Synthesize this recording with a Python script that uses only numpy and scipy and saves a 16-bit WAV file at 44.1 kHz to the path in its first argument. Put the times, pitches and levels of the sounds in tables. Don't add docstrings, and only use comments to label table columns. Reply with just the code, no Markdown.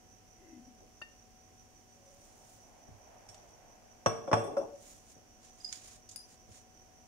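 import sys
import numpy as np
from scipy import signal
from scipy.fft import rfft, irfft, next_fast_len
from scipy.io import wavfile
from scipy.ndimage import map_coordinates

SR = 44100
rng = np.random.default_rng(int(sys.argv[2]) if len(sys.argv) > 2 else 0)


def transcribe(u):
    v = np.clip(np.atleast_2d(u).T, -1, 1)
    q = np.round(v * 32767).astype(np.int16)
    wavfile.write(sys.argv[1], SR, q)


N = 311787
TIME = np.arange(N) / SR
AGE = np.arange(SR) / SR
CAVITY_HZ, BOTTLE_PAN_DB = 559.4, 2.5

# (frequency [Hz], level [dB])
THUD_SPECTRUM = [(40, -46), (70, -12), (125, -1.5), (200, -9.5), (300, -0.5), (450, -6), (650, -7.5),
                 (1300, -4), (1900, -15.5), (3100, -23), (4000, -33.5), (7500, -27), (10000, -38),
                 (15000, -49)]
# (frequency [Hz], level [dB])
TICK_SPECTRUM = [(300, 2), (1500, 6.5), (3500, 6), (7000, 11.5), (10000, -2), (15000, -20)]
# (frequency [Hz], correlation [0..1])
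COHERENCE = [(30, 0.24), (80, 0.55), (150, 0.48), (500, 0.38), (1200, 0.026), (4000, 0.02)]


def amp(db):
    return 10 ** (np.asarray(db) / 20)


def along(points, hz):
    freqs, values = np.transpose(points)
    return np.interp(np.log(hz + 1), np.log(freqs + 1), values)


def filtered(x, response):
    size = x.shape[-1]
    padded = next_fast_len(size + SR // 4)
    return irfft(rfft(x, padded) * response(np.fft.rfftfreq(padded, 1 / SR)), padded)[..., :size]


def low_pass(ratio):
    return 1 / (1 + np.sqrt(2) * 1j * ratio - ratio ** 2)


def softened(x, corner_hz):
    return filtered(x, lambda hz: low_pass(hz / corner_hz))


def thinned(x, corner_hz):
    return filtered(x, lambda hz: -(hz / corner_hz) ** 2 * low_pass(hz / corner_hz))


def panned(pan_db):
    return amp([[pan_db / 2], [-pan_db / 2]])


def half_angle(hz):
    return np.arccos(np.clip(along(COHERENCE, hz), -1, 1)) / 2


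def noise(spectrum, size):
    def response(hz):
        return amp(along(spectrum, hz)) * [np.cos(half_angle(hz)), np.sin(half_angle(hz))]
    mid, side = filtered(rng.standard_normal((2, size)), response)
    stereo = np.array([mid + side, mid - side])
    return stereo / np.sqrt(np.mean(stereo ** 2) + 1e-20)


def wobble(per_s, size=N):
    return map_coordinates(rng.standard_normal(int(size * per_s / SR) + 4), [TIME[:size] * per_s])


def swell(middle_s, width_s):
    return np.exp(-.5 * ((TIME - middle_s) / width_s) ** 2)


def fade(t60, attack):
    return amp(-60 * AGE / t60) * (1 - np.exp(-AGE / attack))


def mode(hz, db, t60, attack):
    phase_offset = half_angle(hz) * rng.choice([-1, 1]) * np.array([[1], [-1]])
    envelope = amp(db + rng.normal(0, 1)) * fade(t60, attack)
    return envelope * np.sin(2 * np.pi * (hz * AGE + rng.random()) + phase_offset)


def in_kitchen(x, wet_db, early_db):
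    # (frequency [Hz], t60 [s])
    reverb_times = [(100, 0.081), (250, 1), (550, 0.66), (1200, 0.49), (3000, 0.49), (6000, 0.4),
                    (12000, 0.32)]
    hz, t, bands = signal.stft(noise([(100, 0), (10000, 0)], SR), SR, nperseg=256)
    decay = amp(-60 * t / along(reverb_times, hz)[:, None])
    tail = signal.istft(bands * decay, SR, nperseg=256)[1][:, :SR]
    tail *= np.clip(AGE / 0.00096, 0, 1) ** 2
    early = rng.standard_normal((2, SR)) * (rng.random((2, SR)) < .02) * fade(0.041, 0.0047)
    response = amp(wet_db) * tail / np.linalg.norm(tail[0])
    response += amp(early_db) * early / np.linalg.norm(early[0])
    return x + signal.fftconvolve(x, response, axes=1)[:, :SR]


def add(track, s, x):
    part = track[:, round(s * SR):][:, :SR]
    part += x[:, :part.shape[1]]


def room_air():
    # (frequency [Hz], level [dB])
    air_spectrum = [(15, -40), (25, 2.5), (104, -5), (133, -9), (233, -7), (400, -9.5), (700, -11.5),
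                    (1020, -19), (1570, -20), (3000, -21.5), (3900, -28.5), (5000, -23), (7700, -28.5),
                    (15500, -33.5)]
    return amp(-63) * noise(air_spectrum, N)


def motor():
    # (frequency [Hz], level [dB], flutter rate [1/s])
    lines = [(103.5, -76.5, 4.2), (235, -78, 6.2), (744.4, -73, 2.845), (978, -89, 1.6), (1042, -88.5, 5.2)]
    hum = np.zeros(N)
    for hz, db, flutter in lines:
        envelope = np.sqrt(2) * amp(db) * (1 + .18 * wobble(flutter))
        hum += envelope * np.sin(2 * np.pi * hz * TIME + 0.26 * wobble(flutter))
    return hum * panned(9.9)


def insect():
    # (frequency [Hz], level [dB])
    chirp_band = [(4500, -62), (5400, -20), (5720, -11), (5830, 4.5), (5930, 7.5), (6060, -0.5),
                  (6250, -23), (6600, -29.5), (8000, -66)]
    # (frequency [Hz], level [dB])
    chorus_band = [(4300, -23), (5400, -4), (5900, 2), (6300, -6), (7200, -11), (8500, -23.5)]
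    beats_per_s, first_beat_s, depth_db = 5.54, 0.12, 4.5
    beats = beats_per_s * (TIME - first_beat_s) + 0.14 * wobble(1.95)
    chirp_db = -71 + depth_db * np.cos(2 * np.pi * beats) + 0.89 * wobble(6.2)
    return amp(chirp_db) * noise(chirp_band, N) + amp(-72) * noise(chorus_band, N)


def sleeve():
    # (time [s], level [dB])
    motion = [(0, -75), (1.8, -86), (2.3, -68.5), (3.1, -61.5), (4.0, -64.5), (5.2, -73)]
    # (frequency [Hz], level [dB])
    cloth_spectrum = [(120, -32.5), (400, -8.5), (700, 4), (1200, -12), (2500, -16.5), (4500, -36.5)]
    times, levels_db = np.transpose(motion)
    return amp(np.interp(TIME, times, levels_db) + wobble(8.9)) * noise(cloth_spectrum, N)


def hand_bumps():
    # (time [s], level [dB], low-pass corner [Hz])
    bumps = [(.805, -52, 480), (2.885, -33.5, 105), (3.291, -46.5, 120), (5.163, -53, 395),
             (6.488, -41.5, 159)]
    # (frequency [Hz], level [dB])
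    bump_spectrum = [(40, -22), (65, 4), (92, 15.5), (140, 4), (220, 2), (350, 7), (600, 13.5), (3000, -14)]
    out = np.zeros((2, N))
    for s, db, bright_hz in bumps:
        bump = amp(db) * softened(noise(bump_spectrum, SR), bright_hz) * fade(0.28, 0.00051)
        add(out, s, in_kitchen(bump, wet_db=-21, early_db=-22))
    return out


def hand_brushing():
    # (middle time [s], width [s], level [dB], low-pass corner [Hz])
    brushes = [(3.313, 0.033, -71, 14000), (4.901, 0.079, -58, 15000), (5.12, 0.032, -60.5, 12100),
               (5.462, 0.034, -60, 6850), (5.66, 0.076, -60, 8060), (5.77, 0.05, -58.5, 7940),
               (5.899, 0.056, -55.5, 7900), (6.324, 0.025, -58.5, 9400), (6.552, 0.037, -55, 8400)]
    # (frequency [Hz], level [dB])
    skin_spectrum = [(500, -9), (2500, -7), (4500, -5.5), (5600, -1.5), (6900, 2), (7800, -1.5),
                     (9300, -1.5), (11500, -10), (15000, -8.5)]
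    skin = noise(skin_spectrum, N) * amp(1.55 * wobble(per_s=150) + 2.1 * wobble(per_s=20))
    strokes = sum(amp(db) * swell(s, width) * softened(skin, hz) for s, width, db, hz in brushes)
    nearest_s, approach_s, retreat_s = 2.553, 0.44, 0.076
    span = np.where(TIME < nearest_s, approach_s, retreat_s)
    passing = amp(-66.5) / (1 + ((TIME - nearest_s) / span) ** 2)
    return strokes + passing * skin


def steel_touches(lowest_hz):
    # (time [s], ring level [dB], most excited frequency [Hz], tick level [dB],
    # contact time [s], tick t60 [s], tick high-pass corner [Hz])
    clinks = [(5.603, -52, 4960, -56.5, 0.0033, .017, 4000), (5.645, -33.5, 4900, -38, 0.0041, 0.028, 4500),
              (5.726, -61, 7000, -31, 0.00056, 0.018, 1700), (5.731, -58, 6860, -39, 0.00082, 0.014, 2500),
              (5.874, -53, 9000, -46, 0.0009, .017, 4000), (6.0898, -54, 6800, -42, 0.0012, 0.053, 4970),
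              (6.112, -58, 6750, -45.5, 0.001, 0.075, 5500),
              (6.1598, -32.5, 7600, -40, 0.00038, 0.014, 1200)]
    first_gap_s, gap_ratio, loss_db, contact_s = 0.016, .85, 0.5, 0.0026
    delays = np.cumsum(first_gap_s * gap_ratio ** np.arange(3))
    chatter = []
    for s, db, focus_hz, tick_db, _, tick_t60, low_hz in clinks:
        first_db = db - 12 - 6 * np.log2(focus_hz / lowest_hz)
        for k, delay in enumerate(delays):
            ring_db = first_db - loss_db * k
            chatter.append((s + delay, ring_db, lowest_hz, tick_db - 14, contact_s, tick_t60, low_hz))
    return clinks + chatter


def spoon():
    # (frequency [Hz], level [dB], t60 [s])
    steel_modes = [(4956, 8, 0.031), (4970, 3, 0.062), (4850, 0, 0.048), (6780, -18, 0.058),
                   (7100, -14, 0.03), (8670, -15, 0.048), (9440, 0.5, 0.04), (9700, -11, 0.04),
                   (10170, 0, 0.026), (11100, -5, .025), (12030, 2, 0.023)]
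    falloff_db_per_octave = 22
    out = np.zeros((2, N))
    for s, db, focus_hz, tick_db, contact_s, tick_t60, low_hz in steel_touches(steel_modes[0][0]):
        ring = sum(mode(hz, level - falloff_db_per_octave * abs(np.log2(hz / focus_hz)), t60, contact_s)
                   for hz, level, t60 in steel_modes)
        tick = amp(tick_db) * thinned(noise(TICK_SPECTRUM, SR), low_hz) * fade(tick_t60, contact_s)
        pan_db = np.interp(s, [5.65, 6.15], [-3, 2])
        add(out, s, in_kitchen((amp(db) * ring + tick) * panned(pan_db), wet_db=-7.5, early_db=-10))
    return out


def pouring():
    # (start time [s], duration [s], level [dB], frequency [Hz])
    gulps = [(0.372, 0.22, -59, 330), (0.492, 0.12, -55.5, 335), (0.494, 0.17, -53.5, 251),
             (0.648, 0.14, -58, 245)]
    # (frequency [Hz], level [dB])
    stream_spectrum = [(1200, -17), (1850, -10), (2050, 6), (2250, -22), (2600, -2), (3600, -42)]
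    gulping = np.zeros(N)
    for s, length, db, hz in gulps:
        arch = np.sin(np.pi * np.clip((TIME - s) / length, 0, 1))
        phase = 2 * np.pi * np.cumsum(hz * (1 + 0.08 * wobble(110))) / SR
        gulping += amp(db + 3 * wobble(58.8)) * arch * np.sin(phase)
    stream = amp(-70) * swell(middle_s=0.49, width_s=0.071) * noise(stream_spectrum, N)
    return gulping * panned(7) + stream


def tumbler():
    # (time [s], ring level [dB], knock level [dB])
    touches = [(1.0157, -47, -39.5), (1.0183, -41, -44)]
    # (frequency [Hz], level [dB], t60 [s])
    tumbler_modes = [(1485, -18, 0.13), (1820, -5, 0.089), (1814, -16, 0.39), (1810, -16, 0.3),
                     (2700, -7, 0.06), (2777, 1.5, 0.069), (2790, -10, 0.16), (3680, -16, 0.082),
                     (4550, -10, 0.078), (8150, -31, 0.074), (9900, -27, 0.046)]
    out = np.zeros((2, N))
    for s, ring_db, knock_db in touches:
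        ring = sum(mode(hz, level, t60, attack=0.00084) for hz, level, t60 in tumbler_modes)
        thud = noise(THUD_SPECTRUM, SR) * fade(0.021, 0.00084)
        tick = amp(-27) * noise(TICK_SPECTRUM, SR) * fade(0.027, .0003)
        touch = amp(ring_db) * ring + amp(knock_db) * (thud + tick)
        add(out, s, in_kitchen(touch * panned(3.8), wet_db=-15.5, early_db=-5.5))
    return out


def swing():
    phase = 2 * np.pi * CAVITY_HZ * TIME + 0.82 * wobble(50)
    return amp(-63.5) * swell(middle_s=2.1, width_s=0.1) * np.sin(phase)


def wall_ring(tilt_db_per_octave):
    # (frequency [Hz], level [dB], t60 [s])
    wall_modes = [(2125, -10, .05), (2270, -8, 0.062), (2460, -11, 0.04), (2695, -5, 0.066),
                  (3163, -8, .06), (3445, -3.5, 0.091), (4780, -17.5, .07), (5480, -5, 0.083),
                  (5520, -4.5, 0.096), (5780, -0.5, 0.078), (6700, -27, 0.12), (7030, -24, 0.079),
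                  (7745, -20, .12), (8130, -16, 0.12), (8330, -21.5, 0.22), (8970, -18.5, 0.1),
                  (9360, -28, 0.056), (9740, -21.5, 0.11), (9950, -24, .06), (11650, -29.5, 0.17),
                  (12000, -33, 0.075)]
    ring = np.zeros((2, SR))
    for hz, db, t60 in wall_modes:
        gripped_hz = hz * (1 + 0.0028 * rng.normal())
        struck_db = db + 3.5 * rng.normal() + tilt_db_per_octave * np.log2(hz / 5500)
        ring += mode(gripped_hz, struck_db, t60, attack=0.00065)
    return ring


def wall_ticks():
    # (time [s], ring level [dB], click level [dB])
    ticks = [(3.2885, -52, -47.5), (3.296, -64, -56), (3.344, -70, -46), (3.489, -65, -59),
             (3.505, -71, -67), (4.168, -59, -62), (4.392, -48, -64), (4.44, -50, -63), (4.466, -53, -64),
             (4.577, -52, -69), (4.611, -65, -68)]
    out = np.zeros((2, N))
    for s, ring_db, click_db in ticks:
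        ring = amp(ring_db) * thinned(wall_ring(tilt_db_per_octave=9), corner_hz=5000)
        click = amp(click_db) * noise(TICK_SPECTRUM, SR) * fade(0.023, 0.0011)
        add(out, s, in_kitchen(ring + click, wet_db=-4, early_db=-15))
    return out


def grinding():
    # (start time [s], duration [s], level [dB])
    rolls = [(4.336, 0.04, -37), (4.408, 0.12, -43.5), (4.572, 0.057, -40.5)]
    # (frequency [Hz], level [dB])
    roll_spectrum = [(60, -43), (110, -20), (200, -11), (340, 3), (410, 4), (452, 6.5), (495, -8), (560, 4),
                     (720, 3.5), (900, -6), (1150, -12), (1700, -41), (4000, -55), (9000, -100)]
    rise_share, release_s = 0.28, 0.042
    load = np.zeros(N)
    for s, length, db in rolls:
        rise = np.clip((TIME - s) / (rise_share * length), 0, 1)
        release = np.exp(-np.maximum(TIME - s - length, 0) / release_s)
        load += amp(db) * rise * release
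    return load * noise(roll_spectrum, N) * panned(BOTTLE_PAN_DB)


def landings():
    # (time [s], level [dB], low-pass corner [Hz], cavity level [dB],
    # cavity lifetime [s])
    knocks = [(4.0603, -19, 6050, -20, 0.012), (4.276, -35, 950, -30, .028),
              (4.3145, -29, 2400, -25.5, 0.029), (4.329, -18.5, 3940, -39, 0.025),
              (4.337, -26, 7000, -32, .015), (4.367, -37, 900, -27.5, 0.023),
              (4.567, -31.5, 1320, -22.5, 0.034), (4.612, -41.5, 650, -40, 0.027),
              (4.72, -61, 500, -46, 0.042)]
    start_s, first_gap_s, gap_ratio = 4.402, 0.052, 0.94
    first_db, loss_db, bright_hz, life_s = -37.5, 2.5, 750, 0.041
    k = np.arange(3)
    times = start_s + np.cumsum(first_gap_s * gap_ratio ** k) - first_gap_s
    levels_db = first_db - loss_db * k
    return knocks + [(s, db, bright_hz, db - 1.5, life_s) for s, db in zip(times, levels_db)]


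def table_top(db, bright_hz):
    # (frequency [Hz], level [dB], t60 [s])
    plate_modes = [(110.2, -11, 0.29), (214.7, -18.5, 0.18), (164, -12, 0.11), (297, -6.5, 0.06),
                   (342.3, -14, 0.16), (456.4, -16.5, 0.54), (606, 0.5, 0.078), (677, -5, 0.11),
                   (735, -5.5, 0.11), (859, -10.5, 0.15), (963, -12, 0.11), (1110, -4.5, 0.11),
                   (1145, -8, 0.073), (1270, -10, 0.041), (1432, -7.5, 0.053), (1620, -15, 0.062)]
    heavy_db, octaves_per_db = -18.5, 0.06
    ring = amp(-1.5) * sum(mode(hz, level, t60, attack=0.00046) for hz, level, t60 in plate_modes)
    thud = amp(1.5) * noise(THUD_SPECTRUM, SR) * fade(0.049, 0.00094)
    blow = amp(db) * softened(ring + thud, bright_hz)
    low_hz = 86 * 2 ** np.clip(octaves_per_db * (heavy_db - db), 0, 2)
    return signal.sosfilt(signal.butter(4, low_hz, 'high', fs=SR, output='sos'), blow)


def glass_wall(db, bright_hz):
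    glass_db = db - 19 + 2.5 * np.log2(bright_hz / 4100)
    ring = wall_ring(tilt_db_per_octave=1)
    clatter = amp(-20) * softened(noise(TICK_SPECTRUM, SR), corner_hz=9400) * fade(0.032, 0.00081)
    return amp(glass_db) * (ring + clatter)


def cavity_note(db, life_s):
    rise_s = 0.0028
    envelope = (1 - np.exp(-AGE / rise_s)) ** 2 * np.exp(-(AGE / life_s) ** 3)
    hz = CAVITY_HZ * (1 + 0.022 * wobble(117, size=SR))
    return amp(db) * envelope * np.sin(2 * np.pi * np.cumsum(hz) / SR)


def bottle_set_down():
    out = np.zeros((2, N))
    pan = panned(BOTTLE_PAN_DB)
    for s, db, bright_hz, cavity_db, life_s in landings():
        add(out, s, in_kitchen(table_top(db, bright_hz) * pan, wet_db=-8.5, early_db=-23))
        add(out, s, in_kitchen(glass_wall(db, bright_hz), wet_db=-2, early_db=-8))
        add(out, s, in_kitchen(cavity_note(cavity_db, life_s) * pan, wet_db=-15, early_db=-23))
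    return out


def scene():
    bottle = pouring() + swing() + bottle_set_down() + wall_ticks() + grinding()
    handling = tumbler() + spoon() + hand_bumps() + hand_brushing() + sleeve()
    return bottle + handling + insect() + motor() + room_air()


def record(dry):
    # (frequency [Hz], left over right [dB])
    port_balance = [(1500, -1), (2750, 0.5), (3400, -3), (4400, -1.5), (5850, -6.5), (7000, -16), (7800, 6),
                    (9000, 9), (11000, 1), (13000, 0)]
    limit_hz = 15700
    return filtered(dry, lambda hz: amp(along(port_balance, hz) * [[.5], [-.5]]) * (hz < limit_hz))


dry = scene()
out = record(dry)
transcribe(out)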